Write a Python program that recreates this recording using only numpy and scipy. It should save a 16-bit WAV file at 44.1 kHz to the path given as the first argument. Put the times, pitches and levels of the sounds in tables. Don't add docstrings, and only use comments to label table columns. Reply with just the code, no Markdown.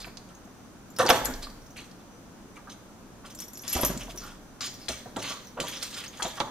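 import sys
import numpy as np
from scipy import signal
from scipy.fft import rfft, irfft
from scipy.io import wavfile
from scipy.ndimage import uniform_filter1d

SR = 44100
rng = np.random.default_rng(int(sys.argv[2]) if len(sys.argv) > 2 else 0)


def unload_audio(sound):
    columns = np.transpose(np.atleast_2d(sound))
    steps = np.round(np.clip(columns, -1, 1) * 32767)
    wavfile.write(sys.argv[1], SR, steps.astype(np.int16))


def volts_from_db(level):
    exponent = np.asarray(level, float) / 20
    return 10 ** exponent


N = 286864


def rms_one(x):
    return x / np.sqrt(np.mean(x ** 2) + 1e-20)


def at_hz(points, hz):
    table_hz, values = np.array(points).T
    return np.interp(np.log(hz), np.log(table_hz), values)


def coloured(x, spectrum, lead=((1, 0), (2, 0))):
    size = x.shape[-1]
    hz = np.arange(size // 2 + 1) * SR / size + 1
    return irfft(rfft(x) * volts_from_db(at_hz(spectrum, hz)) * np.exp(1j * at_hz(lead, hz)), size)


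def ring(clicks, hz, t60):
    r = volts_from_db(-60 / (t60 * SR))
    w = 2 * np.pi * hz / SR
    return signal.lfilter([0, np.sin(w)], [1, -2 * r * np.cos(w), r * r], clicks + 1e-18)


def band_pass(order, low_hz, high_hz, x):
    return signal.sosfilt(signal.butter(order, [low_hz, high_hz], "band", fs=SR, output="sos"), x)


def grains(size, spread_db):
    height = volts_from_db(spread_db * np.minimum(rng.exponential(1, size), 5))
    return rms_one(height * rng.choice([-1, 1], size))


def bursts(rise_s, length_s, spread_db, bend, size=4096):
    t = np.arange(1, size + 1) / SR
    swell = 1 - np.exp(-t / np.clip(rise_s, 1e-5, .1)[:, None])
    fade = np.exp(-(t / np.clip(length_s, .0004, .2)[:, None]) ** bend)
    return grains((len(length_s), size), spread_db) * swell * fade


def add(track, rows, times, level_db):
    for row, s, gain in zip(rows, times, volts_from_db(level_db).T):
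        at = round(s * SR)
        peak_one = row / np.abs(row).max()
        track[..., at:at + len(row)] += np.multiply.outer(gain, peak_one)[..., :N - at]
    return track


def knocks(s, peak_db, deep_db, sharp_db, contact_s):
    # f/Hz, level/dB
    modes_by_depth = [
        [(110, -3), (150, -34), (190, 0), (230, -2.5), (285, 1.5), (335, 4.5), (385, 7.5), (430, -34)],
        [(475, -6), (520, -21), (575, 9.5), (625, 13), (668, 12.5), (715, 0), (765, 12.5), (830, -2),
         (895, -11), (937, 8), (985, 5.5)],
        [(1055, 0.5), (1150, 6.5), (1240, 10.5), (1340, 13), (1410, -30), (1530, 9.5), (1700, 4.5), (1900, 2)],
    ]
    contact = bursts(s * 0 + 0.0037, s * 0 + contact_s, spread_db=3.5, bend=0.99, size=8192)
    out = np.zeros(N)
    for modes, share_db in zip(modes_by_depth, (deep_db - 0.5, -2.5, sharp_db + 3.0)):
        sound = volts_from_db(-1.0) * ring(contact, 2300, 0.0011)
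        for hz, level_db in modes:
            strength = volts_from_db(level_db + rng.normal(0, 0.21, (len(s), 1)))
            strength = strength * rng.choice([-1, 1], (len(s), 1))
            t60 = 0.039 * (700 / hz) ** 0.71
            sound = sound + strength * ring(contact, hz, t60)
        add(out, sound, s, peak_db + share_db)
    return out


def thumps():
    # t/s, level/dB (peak), level/dB (deep modes share)
    landings = [(0.062, -39, -1.5), (0.468, -45, -2), (0.983, -37, 6), (1.031, -26.5, 3),
                (1.102, -25, -9.5), (1.147, -39, 0.5), (1.28, -33, 0), (3.64, -40.5, -7), (3.744, -31, 1),
                (3.758, -24, -3.5), (3.787, -25, -6), (3.831, -21.5, -4), (3.842, -50, -10),
                (3.894, -29, 5), (3.943, -38, 4), (4.001, -69, 19), (4.14, -42, 1.5), (4.886, -39, 3.5),
                (5.056, -38.5, -6), (5.16, -24.5, -3.5), (5.301, -35, -6), (5.602, -30.5, -0.5),
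                (5.632, -29, -4.5), (6.219, -29, -6.5), (6.247, -27, -6.5), (6.413, -48, 2)]
    s, peak_db, deep_db = np.transpose(landings)
    return knocks(s, peak_db, deep_db, sharp_db=-10, contact_s=0.013)


def raps():
    # t/s, level/dB (peak), level/dB (sharp modes share)
    blows = [(0.299, -53, 2), (0.985, -31, 6), (0.994, -16.5, -4), (1.016, -18.5, -8), (1.05, -19.5, -6.5),
             (1.088, -12.5, -11.5), (1.103, -16.5, -8), (1.134, -18, -11.5), (1.168, -36, 5),
             (1.2, -48, 15), (2.57, -53, 5.5), (2.67, -44.5, 1.5), (3.24, -40.5, -4), (4.078, -36, -21),
             (4.604, -53, 15), (5.567, -30, -11), (5.583, -29.5, -9), (6.192, -35.5, 4.5),
             (6.37, -36.5, -1.5), (6.399, -23.5, -5.5), (6.405, -32, -24)]
    s, peak_db, sharp_db = np.transpose(blows)
    return knocks(s, peak_db, -17, sharp_db, contact_s=0.014)


def ticks(table, length_s, pan_db):
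    s, peak_db, centre_hz = np.transpose(table)
    contact = bursts(s * 0 + 0.000068, s * 0 + length_s, spread_db=1.5, bend=0.72, size=2048)
    contact[:, 8] += volts_from_db(12.5)
    sound = []
    for row, hz in zip(contact, centre_hz):
        wide = band_pass(1, 0.33 * hz, min(12.0 * hz, 18000), row)
        sound.append(volts_from_db(14.5) * ring(wide, hz, 7.9 / hz) + wide)
    pan_db = pan_db + 9.5 * rng.standard_normal(len(s))
    return add(np.zeros((2, N)), sound, s, peak_db - 15.5 + np.outer([.5, -.5], pan_db))


def latch():
    # t/s, level/dB (peak), f/Hz (centre)
    clicks = [(0.0445, -19, 2450), (0.079, -25, 2560), (0.9855, -23, 3010), (0.9951, -9, 2950),
              (1.07, -28, 3210), (1.0835, -2, 2800), (1.0905, 3, 3100), (1.1022, 1, 3000),
              (1.1055, -26, 3160), (1.248, -19, 2330), (1.762, -26.5, 2730), (2.007, -34.5, 3520),
              (2.5676, -26, 2530), (3.8325, -12, 2400), (4.1026, -30, 3460), (4.6076, -8, 5300),
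              (5.1624, -13.5, 3400), (5.5987, -35, 3300), (6.0388, -23, 2700), (6.2226, -5, 3400),
              (6.403, -10.5, 3600)]
    return ticks(clicks, length_s=0.0046, pan_db=2.5)


def claw_tips():
    # t/s, level/dB (peak), f/Hz (centre)
    taps = [(0.171, -17.5, 5200), (0.9865, -4, 9400), (1.0636, 1, 5850), (1.256, -5, 6900),
            (1.3386, -9.5, 5500), (1.9131, -25, 5140), (3.349, -25, 7500), (3.388, -45, 5580),
            (3.402, -10.5, 7360), (3.533, -27, 7650), (3.573, -13, 6400), (3.6795, -8, 6400),
            (3.7225, -12, 6360), (3.732, -3, 7500), (3.752, -4.5, 6730), (3.769, -10, 5600),
            (3.8484, -0.5, 6560), (3.975, -25, 6770), (4.16, -23, 9700), (4.75, -27, 5800),
            (4.884, -4.5, 4100), (4.888, -3.5, 6940), (5.166, -14.5, 7600), (5.602, -5.5, 6740),
            (5.683, -16, 9500), (5.826, -14, 4940), (5.8296, -5.5, 7340), (6.1726, -17, 6300),
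            (6.2266, -2, 6300)]
    return ticks(taps, length_s=0.0034, pan_db=0)


def swipes(table, rise_s, rise_share, pad_db=0, size=16384):
    # f/Hz, level/dB
    paint = [(700, -56), (1200, 15), (2000, 8), (3200, 10), (6000, 21.5), (9000, 15), (12000, 8),
             (16500, 1.5)]
    s, peak_db, centre_hz, length_s = np.transpose(table)
    friction = bursts(rise_s + rise_share * length_s, length_s, spread_db=5.5, bend=1.87, size=size)
    grip = rms_one(uniform_filter1d(rng.standard_normal((3, *friction.shape)), size=400))
    grip_db = (3, 5, 0.5)
    pad, claw, claw2 = friction * volts_from_db(np.multiply(grip_db, grip.T).T)
    second_hz = np.minimum(centre_hz, 3700) * rng.uniform(1.256, 1.99, len(s))
    sound = []
    for dull, row, row2, hz, hz2 in zip(coloured(pad, paint), claw, claw2, centre_hz, second_hz):
        first_squeak = rms_one(ring(row, hz, 10.0 / hz))
        second_squeak = rms_one(ring(row2, hz2, 20.0 / hz2))
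        sound.append(volts_from_db(pad_db) * rms_one(dull) + volts_from_db(-3.0) * first_squeak + volts_from_db(-6) * second_squeak)
    return add(np.zeros(N), sound, s, peak_db - 0.5)


def slaps():
    # t/s, level/dB (peak), f/Hz (bright centre), length/s
    skids = [(0, -27.5, 5000, 0.063), (1.1005, -2.5, 3240, 0.0061), (1.126, -18, 2940, 0.047),
             (1.244, -38, 5360, 0.23), (2.557, -40, 2500, 0.018), (3.299, -37, 3600, 0.03),
             (3.412, -34.5, 3470, 0.031), (3.635, -30.5, 3560, 0.089), (3.678, -25, 7000, 0.1),
             (3.72, -20, 3190, 0.18), (3.832, -18.5, 3700, 0.018), (3.997, -28.5, 3200, 0.057),
             (4.183, -35, 5640, 0.086), (4.609, -20, 5300, 0.073), (4.885, -22.5, 3400, 0.084),
             (5.599, -23.5, 3880, 0.043), (5.82, -22.5, 4560, 0.066), (6.038, -27, 2980, 0.015),
             (6.2225, -22, 3760, 0.055), (6.398, -20.5, 3730, 0.016)]
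    return swipes(skids, rise_s=0.0004, rise_share=0)


def drags():
    # t/s, level/dB (peak), f/Hz (bright centre), length/s
    strokes = [(0.286, -42, 3150, 0.018), (0.986, -16.5, 3920, 0.036), (1.048, -25, 3400, 0.029),
               (1.419, -24, 5200, 0.033), (1.498, -36.5, 5630, 0.0074), (1.761, -35, 3150, 0.084),
               (2.693, -35, 3800, 0.04), (3.248, -36, 3200, 0.027), (3.866, -29.5, 3180, 0.058),
               (4.092, -30, 3550, 0.022), (4.225, -35, 3300, 0.089), (4.785, -37.5, 5230, 0.2),
               (5.18, -26, 3970, 0.16), (5.258, -24, 4400, 0.081), (5.44, -60, 6060, 0.026),
               (5.64, -26.5, 3360, 0.2), (5.715, -40, 3230, 0.18), (5.9, -31, 4100, 0.088),
               (5.962, -26, 3400, 0.053), (6.125, -32.5, 3420, 0.25), (6.295, -36, 3470, 0.17),
               (6.35, -32, 3370, 0.063)]
    return swipes(strokes, rise_s=0.005, rise_share=0.014)


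def flecks():
    # t/s, level/dB (peak), f/Hz (bright centre), length/s
    snags = [(5.195, -43, 6500, 0.0097), (5.217, -24.5, 3060, 0.047), (5.288, -26, 3350, 0.031),
             (5.318, -27, 5560, 0.007), (5.664, -29, 3630, 0.014), (5.675, -27.5, 3280, 0.025),
             (5.721, -30, 3360, 0.021), (5.745, -28, 5500, 0.036), (5.808, -37, 4500, 0.015),
             (5.922, -36, 4000, 0.015), (5.94, -27.5, 5330, 0.013), (5.985, -29, 3190, 0.029),
             (6.057, -31.5, 5570, 0.016), (6.15, -46, 3630, 0.022), (6.248, -34.5, 4000, 0.035),
             (6.3, -33.5, 3420, 0.014)]
    return swipes(snags, 0.003, 0.15, pad_db=-4.5, size=4096)


def spots(table, cycles=13, narrowing=0):
    s, peak_db, spot_hz, length_s = np.transpose(table)
    contact = bursts(0.054 * length_s, length_s, spread_db=1.5, bend=1.46, size=8192)
    sound = []
    for row, hz in zip(contact, spot_hz):
        resonance = ring(row, hz, cycles * (hz / 500) ** narrowing / hz)
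        sound.append(ring(resonance, hz, 1.07 / hz))
    return add(np.zeros(N), sound, s, peak_db)


def pats():
    # t/s, level/dB (peak), f/Hz (spot), length/s
    touches = [(0.994, -17, 560, 0.012), (0.996, -18, 1240, 0.016), (1.022, -27.5, 457, 0.047),
               (1.091, -18, 635, 0.0055), (1.1015, -9.5, 704, 0.0081), (1.1019, -14, 1320, 0.0069),
               (1.117, -21, 667, 0.011), (1.133, -26.5, 850, 0.054), (1.205, -30, 814, 0.051),
               (1.255, -30.5, 1550, 0.065), (1.275, -34, 268, 0.031), (3.832, -20.5, 593, 0.0035),
               (3.9, -39, 710, 0.0086), (4.006, -34, 2900, 0.025), (4.212, -38.5, 1360, 0.098),
               (4.89, -32, 610, 0.019), (5.059, -34, 690, 0.011), (5.602, -48, 600, 0.0089),
               (5.636, -50, 506, 0.016), (5.164, -45, 755, 0.0079), (5.3, -33.5, 1250, 0.064),
               (6.25, -35, 950, 0.028), (6.402, -16.5, 970, 0.0055), (6.43, -36.5, 980, 0.1)]
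    return spots(touches)


def squeaks():
    # t/s, level/dB (peak), f/Hz (band), length/s
    slips = [(0, -55, 1840, 0.043), (1.0905, -10.5, 3060, 0.0011), (1.1025, -10.5, 2870, 0.0016),
             (1.104, -10, 3170, 0.0051), (1.765, -38, 2520, 0.031), (3.832, -19.5, 930, 0.00051),
             (3.9745, -28, 7000, 0.0047), (4.079, -37, 1120, 0.0059), (4.62, -50, 5150, 0.052),
             (4.62, -33, 3180, 0.059), (5.275, -29.5, 3260, 0.013), (5.6013, -20, 3380, 0.00086),
             (5.722, -33.5, 3340, 0.052), (5.925, -41, 3480, 0.029), (5.975, -30.5, 3300, 0.021),
             (6.0388, -37, 2330, 0.0014), (6.405, -36.5, 326, 0.041)]
    return spots(slips)


def catches():
    # t/s, level/dB (peak), f/Hz (band), length/s
    snatches = [(0.046, -40.5, 1500, 0.0092), (1.017, -23, 2650, .002), (1.0705, -20, 4570, 0.0024),
                (1.107, -12, 5230, 0.0026), (1.133, -23, 1500, 0.0027), (1.775, -39, 4420, 0.025),
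                (2.672, -54, 1250, 0.022), (2.695, -46, 3120, .012), (2.695, -44, 4000, 0.014),
                (2.696, -41, 6070, 0.011), (2.715, -47, 5300, .015), (2.716, -54, 3250, 0.018),
                (2.72, -45, 6140, .015), (3.757, -28, 394, 0.01), (3.763, -36, 610, 0.018),
                (3.788, -28, 600, 0.015), (3.83, -25, 221, 0.013), (3.842, -35, 670, 0.011),
                (3.962, -30, 237, 0.014), (4.612, -39, 6500, 0.0092), (4.633, -34, 5030, .028),
                (4.65, -41, 3200, .015), (4.665, -33.5, 5250, 0.028), (4.675, -41, 6800, .02),
                (5.603, -32, 3100, .015), (5.665, -34, 3300, 0.045), (5.735, -42, 3600, 0.037),
                (5.81, -39, 4400, .02), (5.9, -45, 8300, 0.094), (5.93, -44, 3130, 0.095),
                (5.95, -44, 1410, 0.075), (1.085, -25, 6460, 0.022), (1.092, -27, 2960, 0.0064),
                (1.785, -42, 2760, 0.025), (1.775, -45, 6150, 0.034), (3.258, -53, 3150, .012),
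                (3.303, -50, 3250, .012), (3.374, -42, 5650, 0.0089), (3.535, -43, 6750, 0.024),
                (3.598, -47, 6400, 0.018), (3.682, -31, 5100, .014), (5.217, -39, 3160, 0.014),
                (5.285, -33, 3200, 0.032), (5.285, -38, 5000, .02), (5.578, -28, 1260, .004),
                (5.595, -27.5, 517, 0.0075), (6.195, -34, 1270, .006), (6.3, -38, 3380, .015),
                (6.252, -33, 3630, .015)]
    return spots(snatches, cycles=10.6, narrowing=0.73)


def hollows():
    # t/s, level/dB (peak), f/Hz (spot), length/s
    answers = [
        (0.997, -27, 1020, 0.0072),
        (1.1025, -16, 1020, 0.0029),
        (1.103, -16.5, 610, 0.0037),
        (1.115, -23, 660, .008),
        (4.888, -30, 645, 0.024),
        (5.165, -33, 530, 0.0085),
        (5.571, -42.5, 3000, 0.029),
        (6.404, -30, 550, .01),
        (5.2, -34, 620, 0.015),
        (3.975, -33, 6200, .0015),
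    ]
    return spots(answers, cycles=14.0)


def tags(touches, t60, split_hz, trim_db, touch_s):
    s, peak_db, ring_hz = np.transpose(touches)
    contact = bursts(s * 0 + 0.00012, s * 0 + touch_s, spread_db=5, bend=0.62)
    front, aside = [], []
    for row, hz in zip(contact, ring_hz):
        click = np.diff(row, prepend=0)
        front.append(ring(row, hz, t60) + volts_from_db(6) * click)
        aside.append(ring(row, hz + split_hz, t60 * 0.52))
    turn_db = 4.5 * np.outer([1, -1], rng.standard_normal(len(s)))
    out = add(np.zeros((2, N)), front, s, peak_db + trim_db + turn_db / 2)
    return add(out, aside, s, peak_db + trim_db - 11.5 - turn_db)


def thin_tag():
    # t/s, level/dB (peak), level/dB (upper mode share)
    jingles = [(0.0194, -46, -4), (0.0594, -42, -12), (0.902, -54, 8), (1.0214, -40, -14), (1.09, -16, -8),
               (1.1007, -30, -10), (1.152, -30, -10), (1.177, -32.5, -3), (1.2473, -18.5, -12),
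               (1.2604, -28, -14), (1.3494, -44, -13), (3.3493, -40, -7), (3.386, -44, 6),
               (3.4043, -30.5, -3), (3.4384, -38.5, 0), (3.482, -38.5, -2), (3.5325, -36.5, -10),
               (3.574, -32, -12), (3.616, -33.5, -18), (3.6804, -28, -14), (3.692, -20, -13),
               (3.7273, -11.5, -18), (3.777, -27, -14), (3.809, -16.5, -17), (3.848, -12, -16),
               (3.854, -18.5, 5), (3.885, -44, 1), (4.236, -52, 10), (5.681, -35, 4), (6.279, -41, 0)]
    s, peak_db, upper_db = np.transpose(jingles)[..., None]
    swing = np.arange(3)
    rebound_s, rebound_loss_db = 0.018, 17
    s = (s + rebound_s * swing * rng.uniform(0.96, 3.4, (len(s), 3))).ravel()
    peak_db = peak_db - rebound_loss_db * swing
    off_hz = 35 * rng.standard_normal(len(s))
    lower = np.transpose([s, peak_db.ravel(), 11520 + off_hz])
    upper = np.transpose([s, (peak_db + upper_db).ravel(), 12120 - 2 * off_hz])
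    return tags(np.vstack([lower, upper]), t60=0.037, split_hz=90, trim_db=-5.0, touch_s=0.0067)


def thick_tag():
    # t/s, level/dB (peak), f/Hz (ring)
    clinks = [(0.3476, -51.5, 6500), (0.4499, -58, 6470), (0.9018, -55, 7100), (0.9632, -39.5, 5400),
              (1.1894, -47, 7200), (1.2545, -34, 7350), (1.5094, -74, 5540), (1.6182, -58, 5630),
              (1.6606, -56, 5430), (1.665, -57, 6400), (1.703, -56, 5700), (1.706, -57, 6400),
              (3.3044, -45.5, 6030), (3.3483, -45, 7260), (3.3882, -38, 5710), (3.4094, -54, 5560),
              (3.42, -42.5, 5660), (3.4394, -49, 6900), (3.4794, -49, 5670), (3.5329, -51, 7120),
              (3.554, -44, 5700), (3.5894, -43, 5720), (3.6194, -51, 6500), (3.8546, -30, 5600),
              (4.1749, -36, 5830), (4.18, -47, 5570), (4.186, -61, 6400), (4.7391, -44.5, 5690),
              (4.815, -48, 5270), (5.447, -51, 6400), (5.47, -47, 5800), (6.0786, -45.5, 6300)]
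    return tags(clinks, t60=0.019, split_hz=190, trim_db=7.5, touch_s=0.0083)


def sway():
    # t/s, level/dB (peak), f/Hz, rise/s, t60/s
    rocking = [(0, -49, 43.8, 0.0046, 0.98), (1.0, -55, 60, 0.022, 0.6), (1.201, -40, 48, 0.033, 0.95),
               (1.3, -37.5, 26.1, 0.069, 0.63), (3.756, -27.5, 67.6, 0.0032, 0.12),
               (3.828, -35.5, 47.5, 0.025, 0.79), (4.02, -41.5, 42.3, 0.062, 0.55),
               (4.2, -48, 27, 0.13, 0.68), (4.884, -42, 63, 0.0074, 0.34), (5.166, -51, 59.6, 0.0055, 0.17),
               (5.6, -49, 63.5, 0.038, 0.16), (6.22, -50, 49.7, 0.022, 0.38)]
    s, peak_db, hz, rise_s, t60 = np.transpose(rocking)[..., None]
    t = np.arange(SR) / SR
    swings = (1 - np.exp(-t / rise_s)) * volts_from_db(-60 * t / t60) * np.sin(2 * np.pi * hz * t)
    return add(np.zeros(N), swings, s[:, 0], peak_db[:, 0])


def alike(mid, side, share):
    share = np.clip(share, -1, 1)
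    common, apart = np.sqrt(1 + share) * mid, np.sqrt(1 - share) * side
    return np.array([common + apart, common - apart])


def hallway(x):
    # f/Hz, t60/s
    hall_t60 = [(100, 0.94), (700, 0.64), (3000, 0.68), (8000, 0.56), (14000, 0.95)]
    # f/Hz, left-right likeness/1
    likeness = [(60, 1), (180, 0.87), (550, 0.79), (1650, 0.54), (4970, 0.14), (15000, 0.15)]
    t, tail = np.arange(SR) / SR, 0
    mid, side = rng.standard_normal((2, SR))
    for hz in 60 * 2.0 ** np.arange(9):
        white = alike(mid, side, at_hz(likeness, hz))
        corner = volts_from_db(17 - 60 * t / 0.03)
        decay = volts_from_db(-60 * t / at_hz(hall_t60, hz)) + corner
        tail = tail + band_pass(2, hz / np.sqrt(2), min(hz * np.sqrt(2), .45 * SR), white) * decay
    tail = tail * (1 - np.exp(-t / 0.0031))
    return signal.fftconvolve(x[None], rms_one(tail) / np.sqrt(SR), axes=1)[:, :N]


def air():
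    # f/Hz, level/dB
    vent = [(15, -11), (30, -1), (75, -4.5), (115, -0.5), (150, -4.5), (185, 1.5), (250, 1.5), (400, -6.5),
            (900, -11), (1500, -14), (2000, -21), (4500, -25), (6200, -21.5), (8500, -27), (16500, -35.5)]
    # f/Hz, left-right likeness/1
    likeness = [(60, 0.73), (130, 0.84), (290, 0.84), (640, 0.64), (1410, 0.35), (3100, 0.098),
                (6820, -0.3), (15000, 0.14)]
    mid, side = rfft(coloured(rng.standard_normal((2, N)), vent))
    hz = np.arange(len(mid)) * SR / N + 1
    noise = rms_one(irfft(alike(mid, side, at_hz(likeness, hz)), N))
    whine_hz, whine_width_hz = 6000, 3
    whine = rms_one(ring(rng.standard_normal(N), whine_hz, np.log(1000) / np.pi / whine_width_hz))
    return volts_from_db(-49) * noise + volts_from_db(-73) * whine


def microphone_pair(heard):
    # f/Hz, level/dB
    sideways = [(60, -5), (130, 1), (290, -0.5), (640, -0.5), (1410, -2), (3100, -2), (6820, 1), (15000, 3)]
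    # f/Hz, phase/rad
    left_lead = [(0, 0), (3190, -0.39), (4910, -1.21), (8270, -1.1), (9560, 1), (11500, -1.57),
                 (12100, -0.79), (16500, -0.82)]
    ports = []
    for x, half in zip(heard, ([1, .5], [1, -.5])):
        ports.append(coloured(x, np.multiply(sideways, half), np.multiply(left_lead, half)))
    return np.array(ports)


def scene():
    door = thumps() + raps() + slaps() + drags() + flecks() + pats() + latch() + claw_tips()
    door = signal.sosfilt(signal.butter(2, 90, "high", fs=SR, output="sos"), door)
    collar = thin_tag() + thick_tag()
    heard = door + collar + hallway(door.mean(axis=0) + volts_from_db(-22) * collar.mean(axis=0))
    for sound, hall_db in ((squeaks(), -3.5), (catches(), -0.5), (hollows(), -5.0)):
        heard = heard + sound + volts_from_db(hall_db) * hallway(sound)
    return microphone_pair(heard) + sway() + air()


def band_limit(x):
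    return signal.sosfilt(signal.butter(12, 16940, fs=SR, output="sos"), x)


def record(dry):
    dip_hz, dip_width_hz, dip_depth = 7780, 190, 0.55
    dip = signal.lfilter(*signal.iirpeak(dip_hz, dip_hz / dip_width_hz, fs=SR), dry)
    rounded = 1.1 * np.tanh((dry - dip_depth * dip) / 1.1)
    top_cut = signal.sosfilt(signal.cheby2(12, 60, 16450, fs=SR, output="sos"), rounded)
    return band_limit(top_cut)


dry = scene()
out = record(dry)
unload_audio(out)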